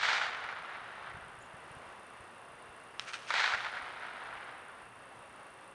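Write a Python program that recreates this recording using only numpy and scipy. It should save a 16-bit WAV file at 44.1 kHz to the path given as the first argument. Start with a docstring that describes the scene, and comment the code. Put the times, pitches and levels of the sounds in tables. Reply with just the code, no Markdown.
"""Line whips off a light spinning rod in two casts beside a quiet creek: patter and hiss in the guides, softer
and duller as the lure slows, with loops of line slapping the rod. The first cast is already running at the
start; before the second the bail clicks open and the rod swishes, made of ringing reel modes and shaped noise.
A katydid rasps in wing strokes, a small bird chips once as a hoarse sine with an echo, and light air bumps
the microphone over a hush of filtered noise and faint far-off tones."""
import sys
import numpy as np
from scipy import signal
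from scipy.fft import rfft, irfft, next_fast_len
from scipy.io import wavfile
from scipy.ndimage import map_coordinates

SR = 44100
rng = np.random.default_rng(int(sys.argv[2]) if len(sys.argv) > 2 else 0)


def persist_wave(psi):
    """Save psi, clipped to +-1, as 16-bit WAV."""
    counts = np.round(np.clip(psi, -1, 1) * 32767).astype(np.int16)
    wavfile.write(sys.argv[1], SR, np.atleast_2d(counts).T)


N = 253134
TIME = np.arange(N) / SR  # seconds


def amp(db):
    """Decibels to gain."""
    return 10 ** (np.asarray(db) / 20)


def unit(x):
    """Scale to rms 1."""
    return x / np.sqrt(np.mean(x ** 2) + 1e-20)


def wobble(rate):
    """A smooth random curve through `rate` random knots a second."""
    knots = rng.standard_normal(int(N * rate / SR) + 4)
    return map_coordinates(knots, [TIME * rate])


def filtered(x, response):
    """Multiply the spectrum of x by a response given as a function of Hz."""
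    size = next_fast_len(N + 8192)
    hz = np.fft.rfftfreq(size, 1 / SR)
    return irfft(rfft(x, size) * response(hz), size)[:N]


def coloured(x, points, size=4096):
    """Pass x through a causal, minimum-phase filter with the given (Hz, dB) outline."""
    outline_hz, outline_db = np.transpose(points)
    log_hz = np.log(np.fft.rfftfreq(size, 1 / SR) + 1)
    gain = amp(np.interp(log_hz, np.log(outline_hz), outline_db))
    # folding the cepstrum forward gathers the energy at the start of the impulse
    cepstrum = irfft(np.log(np.maximum(gain, 1e-6)))
    cepstrum[1:size // 2] *= 2
    cepstrum[size // 2 + 1:] = 0
    impulse = irfft(np.exp(rfft(cepstrum)))
    return signal.fftconvolve(x, impulse)[:len(x)]


def noise(points):
    """Coloured noise of rms 1."""
    return unit(coloured(rng.standard_normal(N), points))


def swells(rows):
    """Gain curve of bell-shaped swells, each (s, dB, half length s), summed in power."""
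    power = sum(amp(db) ** 2 * np.exp(-((TIME - s) / width) ** 2) for s, db, width in rows)
    return np.sqrt(power)


def add(track, s, sound):
    """Mix a short sound into the track at time s."""
    part = track[max(round(s * SR), 0):][:len(sound)]
    part += sound[:len(part)]


def contacts(rate, scatter_db, rub):
    """Random taps of uneven size, `rate` a second, on top of steady rubbing."""
    struck = rng.random(N) < rate / SR
    taps = struck * rng.choice([-1, 1], N) * amp(scatter_db * rng.standard_normal(N))
    return unit(unit(taps) + rub * rng.standard_normal(N))


# Colour of far wind and water. Each row: frequency in Hz, level in dB.
HUSH_COLOUR = [(15, -28), (30, -20), (70, -13), (170, -8.5), (280, -8), (550, -3.5), (1150, -0.5),
               (1900, -6.5), (2450, -12.5), (3000, -14.5), (4000, -22), (7500, -32), (9750, -49),
               (16500, -100)]
# Slow rise and fall of the hush. 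Each row: time in seconds, level in dB.
HUSH_LEVEL = [(0, -52), (1.5, -52.5), (1.8, -50.5), (2.1, -52.5), (4.4, -52.5), (5.0, -54), (5.4, -52),
              (5.74, -54.5)]


def hush():
    """Far wind and water blend into coloured noise whose level drifts."""
    level_db = np.interp(TIME, *np.transpose(HUSH_LEVEL)) + 0.47 * wobble(11.0)
    return amp(level_db) * noise(HUSH_COLOUR)


# Faint tones and narrow hiss far off. Each row: centre in Hz, width in Hz, level in dB.
DRONE_BANDS = [(121, 15, -75), (372, 33, -76.5), (544, 7, -72), (2714, 280, -68.5), (3540, 240, -80)]


def drone():
    """Faint wavering tones and thin whines: each carrier drifts at random in level and phase."""
    out = np.zeros(N)
    for hz, width, db in DRONE_BANDS:
        drift = wobble(width) + 1j * wobble(width)
        tone = (drift * np.exp(2j * np.pi * hz * TIME)).real
        out += amp(db) * unit(tone)
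    return out


# Colour of breeze rumble on the microphone. Each row: frequency in Hz, level in dB.
BREEZE_COLOUR = [(15, -13), (50, -2), (100, 2.5), (190, -8), (320, -27), (800, -69)]


def breeze():
    """A light breeze rumbles on the microphone: low noise with two puffs over a faint floor."""
    puffs = swells([(1.25, -63.5, 0.13), (1.8, -73, 0.064)])
    return (puffs + amp(-76.5)) * amp(3 * wobble(15)) * noise(BREEZE_COLOUR)


# Puffs of air on the microphone. Each row: centre in seconds, peak in dB, pulse frequency in Hz.
PUFFS = [(1.149, -46, 84.5), (1.171, -45, 130), (1.189, -51, 160), (1.297, -55, 110), (1.545, -48, 119),
         (1.714, -50, 149), (1.77, -47.5, 100), (2.21, -53, 71), (2.7, -57, 60), (3.546, -51, 70),
         (3.83, -56, 60), (4.371, -56, 65)]


def bumps():
    """Each puff of air gives the microphone one rounded push with a rebound on either side."""
    out = np.zeros(N)
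    for s, db, hz in PUFFS:
        u = np.pi * hz * (TIME - s)
        out += amp(db) * (1 - 2 * u ** 2) * np.exp(-u ** 2)
    return out


# Colour of the katydid's wings, near and far. Each row: frequency in Hz, level in dB.
WING_COLOUR = [(6000, -25), (7850, -10), (8300, -1), (8650, -1), (9200, -3), (9750, -0.5), (10150, -0.5),
               (10800, -7.5), (11400, -20), (12000, -32), (13800, -15), (15000, -35)]
STROKES_PER_S, STROKE_DRIFT = 28.6, 0.023  # wing rate, and the share by which it slowly wanders
KATYDID_DB, WARM_UP_DB, WARM_UP_S = -69.5, 11, 0.62  # the song swells to full level


def katydid(stroke=0.053, closing_db=6.0, opening_db=-1, opening_at=0.36, wing_hz=9150, wing_width_hz=1300):
    """Each wing cycle gives a strong closing rasp and a weak opening one, over a chorus farther off."""
    level_db = KATYDID_DB - WARM_UP_DB * np.exp(-TIME / WARM_UP_S)
    rate = STROKES_PER_S * (1 + STROKE_DRIFT * wobble(0.96) + 0.0207 * wobble(11))
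    cycle = np.cumsum(rate) / SR

    def rasp(at):  # one bell per wing cycle; stroke and at are shares of the cycle
        return np.exp(-.5 * (((cycle - at) % 1 - .5) / stroke) ** 2)

    force = amp(1.8 * wobble(30) + 1.3 * wobble(4))
    strokes = force * (amp(closing_db) * rasp(0) + amp(opening_db) * rasp(opening_at))
    # the near wing's own resonance
    wing = unit(filtered(noise(WING_COLOUR), lambda hz: 1 / (1 + 2j * (hz - wing_hz) / wing_width_hz)))
    chorus = 0.63 * noise(WING_COLOUR)
    return amp(level_db) * unit(strokes * wing + chorus)


def bird(at=1.422, pitch_hz=7000, chip_db=-64, length=0.011, echo_delay=.035, echo_db=-69):
    """One thin chip, hoarse from fast random pitch jitter, answered by the far bank."""
    hz = pitch_hz * (1 + .05 * wobble(1500))
    chip_and_echo = swells([(at, chip_db, length), (at + echo_delay, echo_db, length)])
    return chip_and_echo * np.sin(2 * np.pi * np.cumsum(hz) / SR)


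# The rod swings. Each row: centre in seconds, level in dB, half length in seconds.
ROD_SWINGS = [(3.025, -51.5, 0.02), (3.089, -44.5, 0.018), (3.143, -38.5, 0.0081), (3.16, -48, .012),
              (3.21, -53, 0.11), (3.295, -44, 0.015)]
# Colour of the swish, and of the bail's buzz. Each row: frequency in Hz, level in dB.
SWISH_COLOUR = [(350, -42), (600, -18), (1000, -12), (1360, 3.5), (2050, -1), (2610, 1.5), (3540, -5.5),
                (6350, -11), (7620, -19.5), (8500, -15), (11000, -39), (14300, -65), (22000, -120)]


def swing():
    """Taut line scrapes in the guides as the rod swings back and forward."""
    grain = contacts(rate=1300, scatter_db=3, rub=.5)
    return swells(ROD_SWINGS) * unit(coloured(grain, SWISH_COLOUR))


# The bail snaps open. Each row: start in seconds, level in dB.
BAIL_CLICKS = [(2.9957, -20.5)]
# Ringing modes of the reel. Each row: frequency in Hz, level in dB, 60 dB decay time in seconds.
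REEL_MODES = [(1330, -4, 0.015), (1630, -6, 0.013), (3220, 4, 0.0083), (3760, 4.5, 0.0059),
              (5140, -3, 0.013), (7050, -11, 0.0056), (9050, -14, 0.0075)]


def bail(attack=0.00017, crack_db=-10, crack_t60=.004, tail_db=-26, tail_t60=0.092, edge_hz=10300):
    """The wire bail clicks over: a crack, short reel modes, then a faint buzz of its spring."""
    out, t = np.zeros(N), np.arange(SR // 10) / SR
    for s, db in BAIL_CLICKS:
        ring = sum(amp(level - 60 * t / t60) * np.sin(2 * np.pi * hz * t) for hz, level, t60 in REEL_MODES)
        ring = ring * (1 - np.exp(-t / attack))
        crack_fade = amp(crack_db - 60 * t / crack_t60)
        tail_fade = amp(tail_db - 60 * t / tail_t60)
        buzz = noise(SWISH_COLOUR)[:len(t)] * (crack_fade + tail_fade)
        add(out, s, amp(db) * (ring / np.abs(ring).max() + buzz))
    return filtered(out, lambda hz: 1 / (1 + (hz / edge_hz) ** 20))


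# Loops of line slapping the rod. Each row: start in seconds, level in dB before the overall slap trim.
LINE_SLAPS = [(0.0304, -18.5), (0.0345, -19), (0.0471, -18.5), (0.051, -19), (0.0874, -15.5), (0.0919, -19),
              (0.1142, -22), (0.131, -16), (0.1585, -22), (0.215, -23), (0.4378, -28.5), (0.489, -28),
              (0.498, -29), (0.5258, -27.5), (3.3051, -15.5), (3.34, -13.5), (3.396, -17.5), (3.401, -20.5),
              (3.4418, -14.5), (3.4775, -17.5), (3.523, -21), (3.537, -18.5), (3.547, -19), (3.7702, -28)]
# The rod's answer to a slap. Each row: frequency in Hz, level in dB.
ROD_ANSWER = [(200, -32.5), (420, -15), (750, -3), (1450, 7), (2150, 0), (2750, -9.5), (3900, -9),
              (7400, -23), (11000, -62), (16000, -100)]


def slaps(t60=0.028, chatter=0.11, slap_db=-3.0, hard_db=-20, dull_hz=4200):
    """A loop strikes the rod and chatters briefly against it; slaps below hard_db are duller."""
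    out, t = np.zeros(N), np.arange(2048) / SR
    for s, db in LINE_SLAPS:
        blow = (t == 0) + chatter * rng.standard_normal(len(t)) * amp(-60 * t / t60)
        softness = max(hard_db - db, 0)
        answer = [(hz, level - softness * hz / dull_hz) for hz, level in ROD_ANSWER]
        sound = coloured(blow, answer)
        add(out, s, amp(db + slap_db) * sound / np.abs(sound).max())
    return out


# Colour of fast line on the rod. Each row: frequency in Hz, level in dB.
FAST_LINE = [(150, -75), (250, -34), (442, -18), (606, -5.5), (656, -15.5), (710, -3.5), (930, 2),
             (1110, -4), (1420, 5.5), (2330, 1), (2640, -9), (3860, -13), (7390, -32), (9510, -42.5),
             (11000, -62.5), (14300, -109), (22000, -120)]
SHAKE_DB, SHAKE_S = -15, 0.01  # rattle relative to the slap's table level, and its decay constant


def shaken_line():
    """After each slap the line goes on rattling for a moment, as fading noise."""
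    power = np.zeros(N)
    for s, db in LINE_SLAPS:
        fade = (TIME >= s) * np.exp(-np.abs(TIME - s) / SHAKE_S)
        power += (amp(db + SHAKE_DB) * fade) ** 2
    shake = np.sqrt(power)
    rattle = unit(coloured(shake * rng.standard_normal(N), FAST_LINE))
    return np.sqrt(np.mean(shake ** 2)) * rattle


WHIP_FALL_DB_PER_S, COAST_FALL_DB_PER_S, LANDED_FALL_DB_PER_S = 45, 5, 25  # the rush dies fast, the flight slowly


def cast_level(start, whip_db, hold, coast_db, flight):
    """Line noise in dB: a rush that holds and dies, over a coasting that fades once the lure has landed."""
    age = np.maximum(TIME - start, 0)
    whip = whip_db - WHIP_FALL_DB_PER_S * np.maximum(age - hold, 0)
    landed = np.maximum(age - flight, 0)
    coast = coast_db - COAST_FALL_DB_PER_S * age - LANDED_FALL_DB_PER_S * landed
    return 20 * np.log10(np.hypot(amp(whip), amp(coast)) + 1e-9)


# Line running out. 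Each row: release in seconds, first rush in dB, its hold in seconds, coasting in dB,
# flight in seconds.
LINE_CASTS = [(-0.02, -33.5, 0.16, -43.5, 1.15), (3.3, -33.5, 0.16, -43, 1.2)]
# Colour of slow line on the rod. Each row: frequency in Hz, level in dB.
SLOW_LINE = [(180, -41), (300, -47.5), (476, -13), (572, -13.5), (735, -3), (1050, -4), (1380, 1),
             (2000, -4), (2500, -9), (3720, -6.5), (7000, -27), (9100, -77), (15400, -120)]
# Loose line billows and rubs harder. Each row: centre in seconds, extra level in dB, half length in seconds.
LINE_BILLOWS = [(0.238, 3.5, 0.023), (0.49, 1.5, 0.065), (0.744, 2.5, 0.049), (1.082, 2, 0.049),
                (3.655, 3, 0.014), (3.764, 3, 0.025), (4.05, 4, 0.056), (4.253, 3, 0.052), (4.405, 1, 0.06)]
LEAD_S, ATTACK_S = 0.02, 0.062  # line slips before the release, and is at full speed soon after it
HISS_GROWS = 1  # extra dB of hiss for each dB of line noise


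def running_line(split_hz=2870, body_db=-0.35, hiss_db=-6, fast_db=-35, blend_db=3, surge_db=0.64):
    """Coils leave the spool and patter along the rod, over the hiss of the guides; fast line is brighter."""
    out = np.zeros(N)
    billow = sum(db * np.exp(-((TIME - s) / width) ** 2) for s, db, width in LINE_BILLOWS)

    def low(hz):  # share of the sound below the split
        return 1 / (1 + (hz / split_hz) ** 6)

    for start, *throw in LINE_CASTS:
        drive = cast_level(start, *throw)
        level = drive + billow + surge_db * wobble(40)
        bright = HISS_GROWS * (drive - fast_db)
        running = np.clip((TIME - start + LEAD_S) / (LEAD_S + ATTACK_S), 0, 1)
        flutter = amp(1.1 * wobble(150))
        patter = flutter * contacts(rate=1400, scatter_db=2.5, rub=.6)
        # crossfade from fast to slow colour as the line quietens
        speed = .5 + .5 * np.tanh((drive - fast_db) / blend_db / 2)
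        fast = unit(filtered(coloured(patter, FAST_LINE), low))
        slow = unit(filtered(coloured(patter, SLOW_LINE), low))
        body = speed * fast + (1 - speed) * slow
        sliding = patter + 1.05 * flutter * rng.standard_normal(N)
        hiss = unit(filtered(coloured(sliding, FAST_LINE), lambda hz: 1 - low(hz)))
        out += running * amp(level) * (amp(body_db) * body + amp(bright + hiss_db) * hiss)
    return out


def scene():
    """Tackle close by, the creek bank all around."""
    bank = hush() + drone() + breeze() + bumps() + katydid() + bird()
    tackle = swing() + bail() + slaps() + shaken_line() + running_line()
    return (bank + tackle)[None]


def record(dry, top_hz=15200):
    """The recorder keeps nothing above its band limit."""
    return np.array([filtered(channel, lambda hz: hz < top_hz) for channel in dry])


dry = scene()
out = record(dry)
persist_wave(out)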